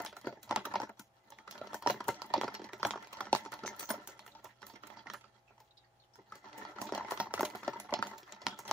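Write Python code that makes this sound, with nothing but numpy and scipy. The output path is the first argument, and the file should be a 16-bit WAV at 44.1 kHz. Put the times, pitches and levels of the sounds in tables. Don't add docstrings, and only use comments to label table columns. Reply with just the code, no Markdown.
import sys
import numpy as np
from scipy import signal
from scipy.fft import rfft, irfft
from scipy.io import wavfile
from scipy.ndimage import uniform_filter1d

SR = 44100
rng = np.random.default_rng(int(sys.argv[2]) if len(sys.argv) > 2 else 0)


def transcribe(u):
    v = np.clip(np.atleast_2d(u).T, -1, 1)
    q = np.round(v * 32767).astype(np.int16)
    wavfile.write(sys.argv[1], SR, q)


def volts(x):
    e = np.asarray(x, float) / 20
    return 10 ** e


N = 384552

# start in seconds, peak in dB, pitch in Hz, fade in seconds.
BUBBLES = [(5.476, -59, 2530, .035), (5.708, -51.5, 3900, .008), (5.77, -53.5, 3950, 0.026),
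           (5.775, -53, 4850, 0.0098), (5.8371, -63, 1920, 0.027), (5.845, -66, 4600, 0.022),
           (5.998, -59, 4300, 0.019), (6.02, -62, 3750, .02), (6.035, -63.5, 3150, 0.014),
           (6.135, -53.5, 5440, 0.022), (4.7, -53, 4600, .02), (4.318, -53, 3900, 0.011),
           (8.322, -30.5, 7200, 0.0018), (6.298, -61, 4500, .015)]
# frequency in Hz, width in Hz, level in dB.
PAN_MODES = [(129, 14, -4), (204, 12.5, 5), (305, 5.3, -2), (383, 50, -2.5), (420, 160, -13.5),
             (590, 26.4, -1), (730, 19, -2.5), (897.2, 25.6, 6), (990, 101, -2.5), (1350, 73, 2),
             (1790, 100, -2), (2018, 52, -2.5)]
# frequency in Hz, width in Hz, level in dB.
TICK_MODES = [(2400, 1200, 4.5), (2857, 150, 2.5), (3305, 130, 7.5), (3945, 120, 4.5), (4375, 310, 5.5),
              (5530, 510, 4.5), (6660, 490, -8.5), (6760, 280, -10.5)]
# frequency in Hz, width in Hz, level in dB.
SIZZLE_MODES = [(6600, 1000, -3), (9700, 83, -17.5), (10430, 380, -11.5), (11500, 580, -14.5),
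                (14840, 250, -14.5), (15100, 3000, -2)]
# frequency in Hz, level in dB.
HUM = [(60, -81.5), (120, -73.5), (360.7, -80.5), (538.3, -80), (662.1, -74.5), (780.6, -76.5),
       (839.8, -75)]
# frequency in Hz, density in dB per Hz.
AIR_COLOUR = [(25, -27), (60, -16), (130, -14), (175, -20.5), (427, -20), (796, -18.5), (3820, -35),
              (16000, -42)]
# time in seconds, left minus right in dB.
PAN_PLACE = [
    (0, -1),
    (4.35, -1),
    (4.55, -5),
    (5.4, -5),
    (5.6, -.8),
]
# start in seconds, peak in dB, loudest pan tone in Hz, tick in dB.
CRACKS = [(0.05, -28, 960, -40), (0.562, -16, 790, -13.5), (0.819, -25, 890, -35),
          (1.733, -25.5, 1020, -36), (1.863, -12, 684, -29), (2.22, -26.5, 1060, -26.5),
          (2.414, -15.5, 960, -22.5), (2.434, -19, 820, -37), (2.831, -15, 1270, -18.5),
          (2.909, -19, 1130, -19), (3.33, -8, 802, -10), (3.351, -14, 1080, -16.5), (3.452, -35, 910, -34),
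          (3.651, -24.5, 580, -44), (3.678, -21.5, 1820, -28), (4.075, -34, 910, -35),
          (4.194, -39.5, 880, -35.5), (5.101, -27, 1860, -30.5), (6.924, -17, 460, -31),
          (6.937, -25, 270, -41), (7.176, -28.5, 1210, -31.5), (7.34, -16, 1110, -17),
          (7.409, -15, 970, -49), (7.551, -24, 730, -50), (7.801, -36, 800, -35.5), (7.94, -14, 694, -12),
          (8.027, -12.5, 1290, -21.5), (8.071, -36, 910, -31.5), (8.468, -11, 1190, -13),
          (8.713, -12.5, 960, -11.5)]
# start in seconds, peak in dB, loudest pan tone in Hz, tick in dB.
SLAPS = [(0.272, -17, 500, -42), (0.511, -13.5, 730, -29.5), (0.525, -19.5, 890, -58),
         (0.74, -20.5, 865, -36.5), (0.757, -15, 875, -29), (0.802, -22, 810, -37.5),
         (1.615, -27.5, 590, -46), (1.745, -25.5, 990, -38), (1.874, -12.5, 905, -21.5),
         (1.9, -14, 700, -25), (1.906, -23, 680, -27), (2.083, -19.5, 900, -34), (2.09, -11.5, 554, -29),
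         (2.34, -10, 606, -20), (2.543, -31, 2080, -38.5), (2.734, -27, 2090, -41),
         (2.851, -12.5, 740, -22.5), (2.87, -23, 980, -54), (3.208, -20.5, 1055, -32),
         (5.137, -32.5, 1350, -38.5), (6.817, -22, 1047, -31.5), (6.95, -28, 786, -29),
         (7.11, -24, 990, -33), (7.121, -18, 1090, -36), (7.202, -14, 760, -22.5), (7.395, -19, 603, -30),
         (7.432, -13, 616, -35), (7.68, -15.5, 630, -34.5), (7.926, -17.5, 570, -52),
         (7.991, -24.5, 218, -39)]
# start in seconds, peak in dB, loudest pan tone in Hz, tick in dB.
SLOSHES = [(0.02, -44, 830, -58), (0.655, -25, 1250, -31), (0.834, -26.5, 890, -45), (0.895, -35, 820, -61),
           (1.479, -34, 1540, -46), (1.526, -47, 1100, -44), (1.89, -50, 730, -35.5),
           (2.007, -25, 1110, -39.5), (2.38, -25, 342, -36), (2.482, -23, 960, -39.5),
           (2.597, -33.5, 342, -50), (2.959, -28.5, 880, -47), (3.131, -35.5, 950, -36),
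           (3.529, -31, 1430, -40), (3.638, -27, 406, -43), (3.663, -30.5, 302, -35.5),
           (3.797, -42, 920, -38), (3.808, -39, 940, -37), (3.906, -17.5, 684, -29),
           (4.761, -40.5, 2050, -49), (4.872, -46, 1340, -48.5), (5.072, -32, 1900, -50.5),
           (6.191, -42.5, 336, -94), (6.581, -38.5, 414, -47), (6.635, -45, 300, -54),
           (6.871, -55, 940, -39), (6.979, -22.5, 700, -36), (7.453, -31, 930, -29),
           (7.634, -31, 1350, -46.5), (7.735, -31.5, 930, -42)]
# start in seconds, peak in dB, loudest pan tone in Hz, tick in dB.
LAPS = [(0.063, -36, 1880, -27.5), (0.168, -33, 1410, -44), (0.327, -32.5, 710, -55),
        (0.431, -62, 1370, -46), (1.305, -47.5, 624, -62), (1.388, -38.5, 1830, -52.5),
        (1.673, -35, 590, -42.5), (2.619, -34.5, 380, -47), (2.644, -36, 360, -38.5),
        (3.027, -41, 1440, -43), (3.047, -48, 1410, -49), (3.256, -43, 1350, -43), (3.27, -30, 980, -52),
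        (4.265, -42, 1750, -51), (4.63, -32.5, 1640, -48), (4.668, -42.5, 1370, -49),
        (4.836, -35.5, 1560, -44), (6.157, -48, 1300, -60.5), (6.323, -30.5, 1390, -52),
        (6.356, -44, 536, -49), (6.616, -32.5, 1410, -47), (6.652, -28, 1420, -41), (6.787, -30, 1360, -46),
        (8.232, -48, 410, -47), (8.324, -40, 1370, -37)]
# start in seconds, peak in dB, tick in dB.
TAPS = [(0.494, -41, -43), (0.996, -38.5, -48), (1.323, -41, -49), (1.512, -50, -38), (1.825, -33.5, -42),
        (2.263, -60, -69), (2.551, -34, -31.5), (2.8, -37, -45), (3.521, -33.5, -42.5),
        (3.54, -34.5, -41.5), (3.892, -35, -35.5), (4.279, -43, -48.5), (4.352, -40, -51),
        (4.445, -38, -54), (4.455, -36.5, -50), (4.62, -45, -47.5), (4.699, -44.5, -49), (4.903, -37, -51),
        (4.972, -39.5, -53), (5.581, -55, -61.5), (5.604, -49.5, -59.5), (6.458, -39.5, -54),
        (6.762, -37.5, -49), (6.999, -27.5, -68), (7.01, -22.5, -68), (7.03, -33, -50), (7.556, -39, -41.5),
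        (8.182, -58, -43.5), (8.591, -34, -47.5), (8.68, -41, -35)]
# start in seconds, peak in dB.
SPRAYS = [(0.05, -18), (0.655, -25), (1.512, -25.5), (1.745, -19.5), (1.89, -26.5), (1.906, -17.5),
          (2.083, -15), (2.87, -20.5), (3.351, -16), (3.678, -24), (3.797, -19.5), (3.808, -26),
          (3.906, -19), (4.075, -18), (5.137, -29.5), (6.817, -18), (7.11, -18.5), (7.202, -22),
          (7.34, -18), (7.409, -10), (7.453, -18.5), (7.801, -21), (8.071, -21.5), (8.591, -23),
          (0.02, -30), (0.168, -30), (0.273, -32.5), (0.431, -33.5), (0.819, -29.5), (0.997, -27.5),
        (1.305, -33.5), (2.22, -27), (2.342, -32), (2.414, -28.5), (2.734, -36), (2.851, -28), (0.757, -34),
        (0.895, -45), (1.824, -33), (2.263, -35), (2.543, -33), (3.027, -41), (4.278, -40), (6.157, -42.5),
        (7.395, -32), (7.634, -40), (3.131, -32), (3.208, -28), (3.518, -31), (3.539, -31), (3.893, -46),
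        (4.194, -38), (4.265, -31), (4.445, -31), (4.668, -28), (4.872, -34), (5.601, -38.5), (6.356, -35),
        (6.581, -31), (6.95, -28), (7.558, -30.5), (8.027, -24), (8.183, -32), (8.682, -27)]
# time in seconds, rolling sand in dB.
SHAKE = [(0.0, -33.5), (0.16, -64), (0.72, -41.5), (0.97, -77), (1.31, -65), (1.7, -46.5), (2.1, -51),
         (2.48, -49.5), (3.62, -53), (3.84, -49), (4.13, -55), (4.69, -74.5), (4.85, -56.5), (5.08, -57),
         (5.3, -66), (5.95, -85), (6.62, -46.5), (8.72, -52)]
# start in seconds, peak in dB, loudest pan tone in Hz, tick in dB.
RIPPLES = [(0.129, -38.5, 620, -48.5), (0.247, -33, 560, -53), (0.372, -43.5, 396, -79),
           (0.574, -22.5, 605, -43), (0.667, -47, 870, -54), (0.874, -42, 910, -89),
           (1.556, -36.5, 870, -52), (1.761, -50, 584, -57), (1.944, -31, 371, -61), (1.963, -37, 366, -58),
           (2.145, -53, 606, -42.5), (2.245, -34, 921, -60), (2.364, -22, 560, -39), (2.443, -23, 740, -36),
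           (2.938, -26, 890, -59), (2.977, -33, 923, -47), (3.361, -32, 920, -29), (3.462, -29.5, 870, -46),
           (3.709, -38, 598, -63), (3.731, -43, 1370, -60), (3.941, -31, 595, -45), (3.98, -38, 306, -54),
           (4.056, -68, 937, -76), (4.088, -37.5, 896, -46), (4.392, -50, 1350, -62),
           (4.739, -40, 385, -54), (4.925, -45, 846, -72), (4.994, -46, 864, -50), (5.061, -43, 1050, -68),
           (5.144, -32, 1380, -50.5), (6.73, -50.5, 934, -73.5), (6.892, -32.5, 940, -48),
           (6.957, -28, 674, -52), (7.049, -32.5, 950, -53), (7.086, -30, 937, -47), (7.27, -77, 1170, -79),
           (7.271, -31.5, 930, -58), (7.31, -34, 918, -55), (7.379, -24.5, 1010, -44),
           (7.537, -35.5, 744, -63), (7.759, -32, 905, -69), (7.849, -39, 910, -73),
           (7.894, -30.5, 930, -62), (7.97, -35, 985, -61), (8.153, -61, 900, -72), (8.365, -44, 915, -58),
           (8.419, -40.5, 920, -43), (8.526, -36, 923, -59), (8.654, -37.5, 929, -47),
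           (8.694, -32.5, 940, -42)]
# start in seconds, tick in dB, fizz in dB.
PRICKS = [(0.2144, -47, -48), (1.58, -36, -64), (2.043, -43, -46), (2.5217, -55, -61), (2.69, -47, -71),
          (2.7806, -71, -50), (3.073, -39, -54), (3.1717, -35, -63), (3.5923, -37.5, -72),
          (3.765, -55, -44.5), (3.8302, -29.5, -57), (4.6847, -49, -62), (6.531, -41.5, -81),
          (6.8844, -52, -62), (7.502, -35.5, -45), (7.5724, -56, -43), (7.649, -34, -69),
          (7.7004, -47, -47), (7.9086, -38, -54), (8.111, -59, -68), (8.5425, -60, -78), (8.578, -45, -66)]
# start in seconds, length in seconds, level in dB, pitch in Hz.
SLIDES = [(0.25, 0.066, -63, 4500), (3.362, 0.022, -56, 8800), (3.656, 0.035, -46, 6200),
          (3.793, 0.037, -52, 8500), (3.801, 0.088, -55.5, 6160), (3.898, 0.023, -45, 9350),
          (4.965, 0.05, -67, 4600), (4.485, 0.039, -66, 1900), (6.87, 0.054, -62, 3800),
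          (3.797, 0.06, -54, 15400), (4.75, 0.028, -65, 2200), (8.26, 0.061, -60, 1120),
          (3.89, 0.036, -47, 14700), (8.497, 0.074, -61, 3350), (8.645, 0.056, -64, 6300)]
# start in seconds, peak in dB, loudest pan tone in
# Hz, tick in dB.
MORE_RIPPLES = [(0.003, -23.5, 900, -39), (0.433, -49.5, 1110, -51), (0.478, -44, 890, -58),
                (0.67, -30.5, 900, -50), (0.974, -52, 890, -63), (2.305, -34, 800, -58),
                (2.693, -38.5, 1820, -62), (3.188, -35, 900, -61), (4.002, -52.5, 900, -60),
                (5.213, -55, 1350, -52.5), (5.243, -47, 1430, -56), (5.509, -51.5, 950, -78),
                (6.444, -42, 930, -60.5), (7.26, -38, 930, -53.5), (8.062, -33, 920, -57),
                (8.115, -38, 1010, -55), (8.135, -38, 930, -74)]

PORTS = np.array([[1], [-1]])
ALIKE_HZ = 1280
WALL_HZ = 905
LEAD_S = .015
FLICKER_TOP = 1.1


def seconds(count):
    return np.arange(count) / SR


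def unit(x):
    return x / np.sqrt(np.mean(x ** 2) + 1e-30)


def walk(rate):
    hold = int(SR / rate)
    steps = np.repeat(rng.standard_normal(N // hold + 1), hold)
    return 5.0 * uniform_filter1d(steps, hold)[:N]


def air():
    hz = np.arange(N // 2 + 1) * SR / N + 1
    colour_hz, colour_db = np.transpose(AIR_COLOUR)
    colour = volts(np.interp(np.log(hz), np.log(colour_hz), colour_db))
    mid, side = rfft(rng.standard_normal((2, N))) * colour
    noise = irfft(mid + np.clip(hz / ALIKE_HZ + 0.26, 0, 1) * side * PORTS, N)
    hum = 0
    for f, db in HUM:
        level = volts(db - 2.5 + 0.49 * walk(0.53))
        hum = hum + level * np.sin(2 * np.pi * (f * seconds(N) + rng.random()))
    return volts(-72.5) * unit(noise) + hum


def ring(modes, scatter_db, damp, lean_db=0):
    hz, width, db = np.transpose(modes)
    chance = rng.standard_normal((3, len(hz)))
    t = seconds(min(1700, int(2 * SR / width.min() / damp)))[:, None]
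    pitch = hz * (1 + 0.028 * np.minimum(2000 / hz, 1) * chance[0])
    tones = np.exp(np.pi * t * (2j * pitch - damp * width))
    apart = np.clip(hz / ALIKE_HZ, .1, 1.3) ** 1.71 * chance[2] * PORTS / 2
    strength = volts(db + lean_db + scatter_db * chance[1]) * width * np.sign(chance[0] * chance[2])
    return ((strength * np.exp(1j * apart)) @ tones.T).imag


def strike(modes, scatter_db, lean_db, rise_s, wash_db, wash_s):
    quench_s, quench_db = 0.0068, -10.5
    t = seconds(4600) - LEAD_S
    noise = rng.standard_normal((3, len(t)))
    after = np.maximum(t, 0)
    soft = min(rise_s / 0.0014, 1)
    push = noise[0] * after / rise_s * np.exp(1 - after / rise_s)
    push[int((LEAD_S + rise_s) * SR)] += 22 * (1 - soft)
    lumps = volts(2.4 * uniform_filter1d(noise[2], size=110) * np.sqrt(110))
    gather = 0.28 * soft * np.exp(t / 0.0097)
    wash = noise[1] * lumps * np.where(t < 0, gather, np.exp(-t / wash_s))

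    struck = ring(modes, scatter_db * soft, 1.47 + 0.67 * (1 - soft), lean_db)
    blow = signal.fftconvolve(struck, push[None], axes=1)[:, :len(t)]
    blow = blow * (volts(quench_db) + np.exp(-np.maximum(t - 2 * rise_s, 0) / quench_s))
    brushed = ring(modes, 4.9, 1.3, .5 * lean_db)
    sweep = signal.fftconvolve(brushed, wash[None], axes=1)[:, :len(t)]
    return blow / np.abs(blow).max() + volts(wash_db + 0.85) * soft * unit(sweep)


def knocks():
    wash_slope = 0.25
    stray_db = -22.5
    out = np.zeros((2, N + 9000))
    pan_hz = np.transpose(PAN_MODES)[0]
    narrow = np.transpose(SIZZLE_MODES)[1] < 400
    taps = [(s, db, WALL_HZ, tick_db) for s, db, tick_db in TAPS]
    pricks = [(s, tick_db - 3, WALL_HZ, tick_db) for s, tick_db, _ in PRICKS]
    kinds = [(CRACKS, 1.05), (SLAPS, 2.9), (SLOSHES, 7.3), (LAPS, 2.6), (taps, 3.5),
             (RIPPLES, 5.0), (pricks, 1.1), (MORE_RIPPLES, 5.0)]
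    prick_fizz = [(s, fizz_db + 14) for s, _, fizz_db in PRICKS]
    spray_s, spray_db = np.transpose(SPRAYS + prick_fizz)
    for s, db, hz, tick_db, contact_ms in [(*row, ms) for rows, ms in kinds for row in rows]:
        nearby = abs(spray_s - s) < .0045
        sizzle_db = np.max(spray_db[nearby], initial=tick_db + stray_db)
        octave = np.log(pan_hz / hz)
        lean_db = 11.7 * np.exp(-(octave / 0.26) ** 2) - 14.0 * np.maximum(octave, 0)
        wake_db = 0.23 * max(sizzle_db + 62, 0) * narrow
        rise_s = .00035 + .0003 * contact_ms
        body_wash_db = -22.5 - wash_slope * (db + 27)
        tick_wash_db = -22.5 - wash_slope * (tick_db + 43.0)
        x = volts(db - 3.57) * strike(PAN_MODES, 6.53, lean_db, rise_s, body_wash_db, 0.015)
        x = x + volts(tick_db + 0.15) * strike(TICK_MODES, 2.56, 0, rise_s, tick_wash_db, 0.022)
        sizzle = strike(SIZZLE_MODES, 2.1, wake_db, rise_s + 0.00038, -28.0, 0.027)
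        x = x + volts(sizzle_db - 10.0) * sizzle
        side_db = rng.standard_normal()
        i = max(int((s - .0008 - rise_s) * SR), 0)
        out[:, i:i + x.shape[1]] += volts(side_db * PORTS / 2) * x
    return out[:, int(LEAD_S * SR):][:, :N]


def grains(modes, rate, spread_db, flicker_db):
    size = volts(spread_db * np.minimum(rng.exponential(size=N), 2.6))
    hit = (rng.random(N) < rate / SR) * size
    push = signal.lfilter([1], [1, -.97], hit)
    out = 0
    for hz, width, db in modes:
        flicker = volts(flicker_db * np.minimum(walk(25), FLICKER_TOP))
        mid, side = push * flicker * rng.standard_normal((2, N))
        pair = mid + min(hz / ALIKE_HZ, 1) ** 1.5 * side * PORTS
        mode = signal.lfilter(*signal.iirpeak(hz, hz / width, SR), pair)
        out = out + volts(db) / np.sqrt(width) * mode
    return unit(out)


def gurgle(count, low_hz, octaves):
    out = np.zeros((2, N + 2000))
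    t = seconds(1100)
    for when, pitch, size, side in rng.random((count, 4)):
        hz = low_hz * 2 ** (octaves * pitch)
        fade = np.exp(-t * hz / 7.1) * np.minimum(t * hz, 1)
        lag = PORTS * (side - .5) * hz / 700
        i = int(when * N)
        tone = np.sin(2 * np.pi * hz * t * (1 + 0.002 * hz * t) + lag)
        out[:, i:i + len(t)] += volts(17.0 * size) * fade * tone
    return unit(out[:, :N])


def sand(blows):
    stir_s, stir_share = 0.028, 0.3
    keep = np.exp(-1 / (stir_s * SR))
    stir = signal.lfilter([1 - keep], [1, -keep], np.abs(blows).mean(axis=0)) + volts(-67.5)
    surge_db = stir_share * 20 * np.log10(stir / uniform_filter1d(stir, size=SR // 2))
    roll_db = np.interp(seconds(N), *np.transpose(SHAKE))
    grit_db = -76 + 0.52 * (roll_db + 50.0) + 0.5 * surge_db
    rolling = grains(PAN_MODES, 2400, 3.8, 3.25)
    rolling = rolling + volts(-18.0) * gurgle(count=1300, low_hz=288.0, octaves=2.4)
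    grit = grains(TICK_MODES, 2000, 3.7, 2.1) + volts(-7.0) * grains(SIZZLE_MODES, 2500, 9.6, 3.9)
    out = volts(roll_db + surge_db - 3.0) * rolling + volts(grit_db + 7.0) * grit
    return volts(1.35 * np.minimum(walk(30), 2 * FLICKER_TOP)) * out


def rumble(blows):
    force = np.abs(uniform_filter1d(np.abs(blows).mean(axis=0), size=3000)) ** 0.72
    low_band = signal.butter(2, (75, 155), "band", fs=SR, output="sos")
    mid, side = signal.sosfilt(low_band, rng.standard_normal((2, N)))
    return volts(-36) * force * unit(mid + 0.26 * side * PORTS)


def room(x):
    t60_s, level_db = 0.12, -21
    t = seconds(16000)
    tail = rng.standard_normal((2, len(t))) * np.exp(-np.log(1000) * t / t60_s) * (t > .004)
    tail = signal.lfilter([1], [1, -.3], tail)
    return volts(level_db) * signal.fftconvolve(x, unit(tail) / np.sqrt(len(t)), axes=1)[:, :N]


def slides():
    out = np.zeros((2, N + 9000))
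    t = seconds(9000)
    for s, length, db, hz in SLIDES:
        noise = rng.standard_normal((3, len(t)))
        hiss = signal.lfilter(*signal.iirpeak(hz, 17 * hz / 5000, SR), noise[:2])
        lumps = volts(3.5 * unit(uniform_filter1d(noise[2], size=150)))
        shape = np.minimum(t / 0.0066, 1) * np.exp(-(t / length) ** 2)
        i = int(s * SR)
        out[:, i:i + len(t)] += volts(db + 3.5) * shape * lumps * unit(hiss)
    return out[:, :N]


def bubbles():
    out = np.zeros((2, N))
    t = seconds(4000)
    for s, db, hz, fade_s in BUBBLES:
        rough = unit(uniform_filter1d(rng.standard_normal((2, 2, len(t))), size=110))
        phase = 2 * np.pi * hz * t * (1 - 0.5 * t)
        tone = (0.27 + rough[0]) * np.sin(phase) + rough[1] * np.cos(phase)
        shape = np.minimum(t / 0.0015, 1) * np.exp(-t / fade_s)
        i = int(s * SR)
        out[:, i:i + len(t)] += volts(db - 6.0) * tone * shape
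    return out


def scene():
    dip_hz, dip_width_hz = 168.7, 89
    blows = knocks()
    pan = blows + sand(blows) + bubbles() + slides()
    pan = signal.sosfilt(signal.butter(4, 134, "high", fs=SR, output="sos"), pan)
    pan = signal.lfilter(*signal.iirnotch(dip_hz, dip_hz / dip_width_hz, SR), pan)
    lean_db = np.interp(seconds(N), *np.transpose(PAN_PLACE))
    return pan * volts(lean_db * PORTS / 2) + room(pan) + air() + rumble(blows)


def gate(x):
    low_hz, high_hz, top_hz = 6930, 13900, 15600
    hz, _, z = signal.stft(x, SR, nperseg=1024)
    frame = np.sqrt(np.sum(np.abs(z) ** 2, axis=(0, 1)))
    band = (hz / 350).astype(int)
    chance = uniform_filter1d(rng.standard_normal((band.max() + 1, len(frame))), size=4) * 2
    hz = hz[:, None]
    step_db = -42 + 8 * chance[band]
    step_db = step_db - 20.0 * np.clip((hz - high_hz) / 700, 0, 1) * (hz < top_hz)
    step_db = step_db + 27 * (hz > top_hz)
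    step_db = step_db - 20.0 * np.clip(1 + (low_hz - hz) / 900, 0, 1)
    calm = np.minimum(np.roll(frame, 1) / (frame + 1e-12), 1) ** 1.1
    limit = volts(step_db) * frame * calm + volts(-116)
    leak = .015 * (hz < high_hz)
    keep = leak + 1 / (1 + (limit / (np.abs(z) + 1e-15)) ** 8)
    return signal.istft(z * np.where(hz > 6300, keep, 1), SR, nperseg=1024)[1][:, :N]


def band_limit(x):
    return signal.sosfilt(signal.butter(12, 16790, fs=SR, output="sos"), x)


def record(dry):
    x = signal.sosfilt(signal.ellip(6, .5, 38, 16500, fs=SR, output="sos"), dry)
    mix = gate(x)
    return band_limit(mix)


dry = scene()
out = record(dry)
transcribe(out)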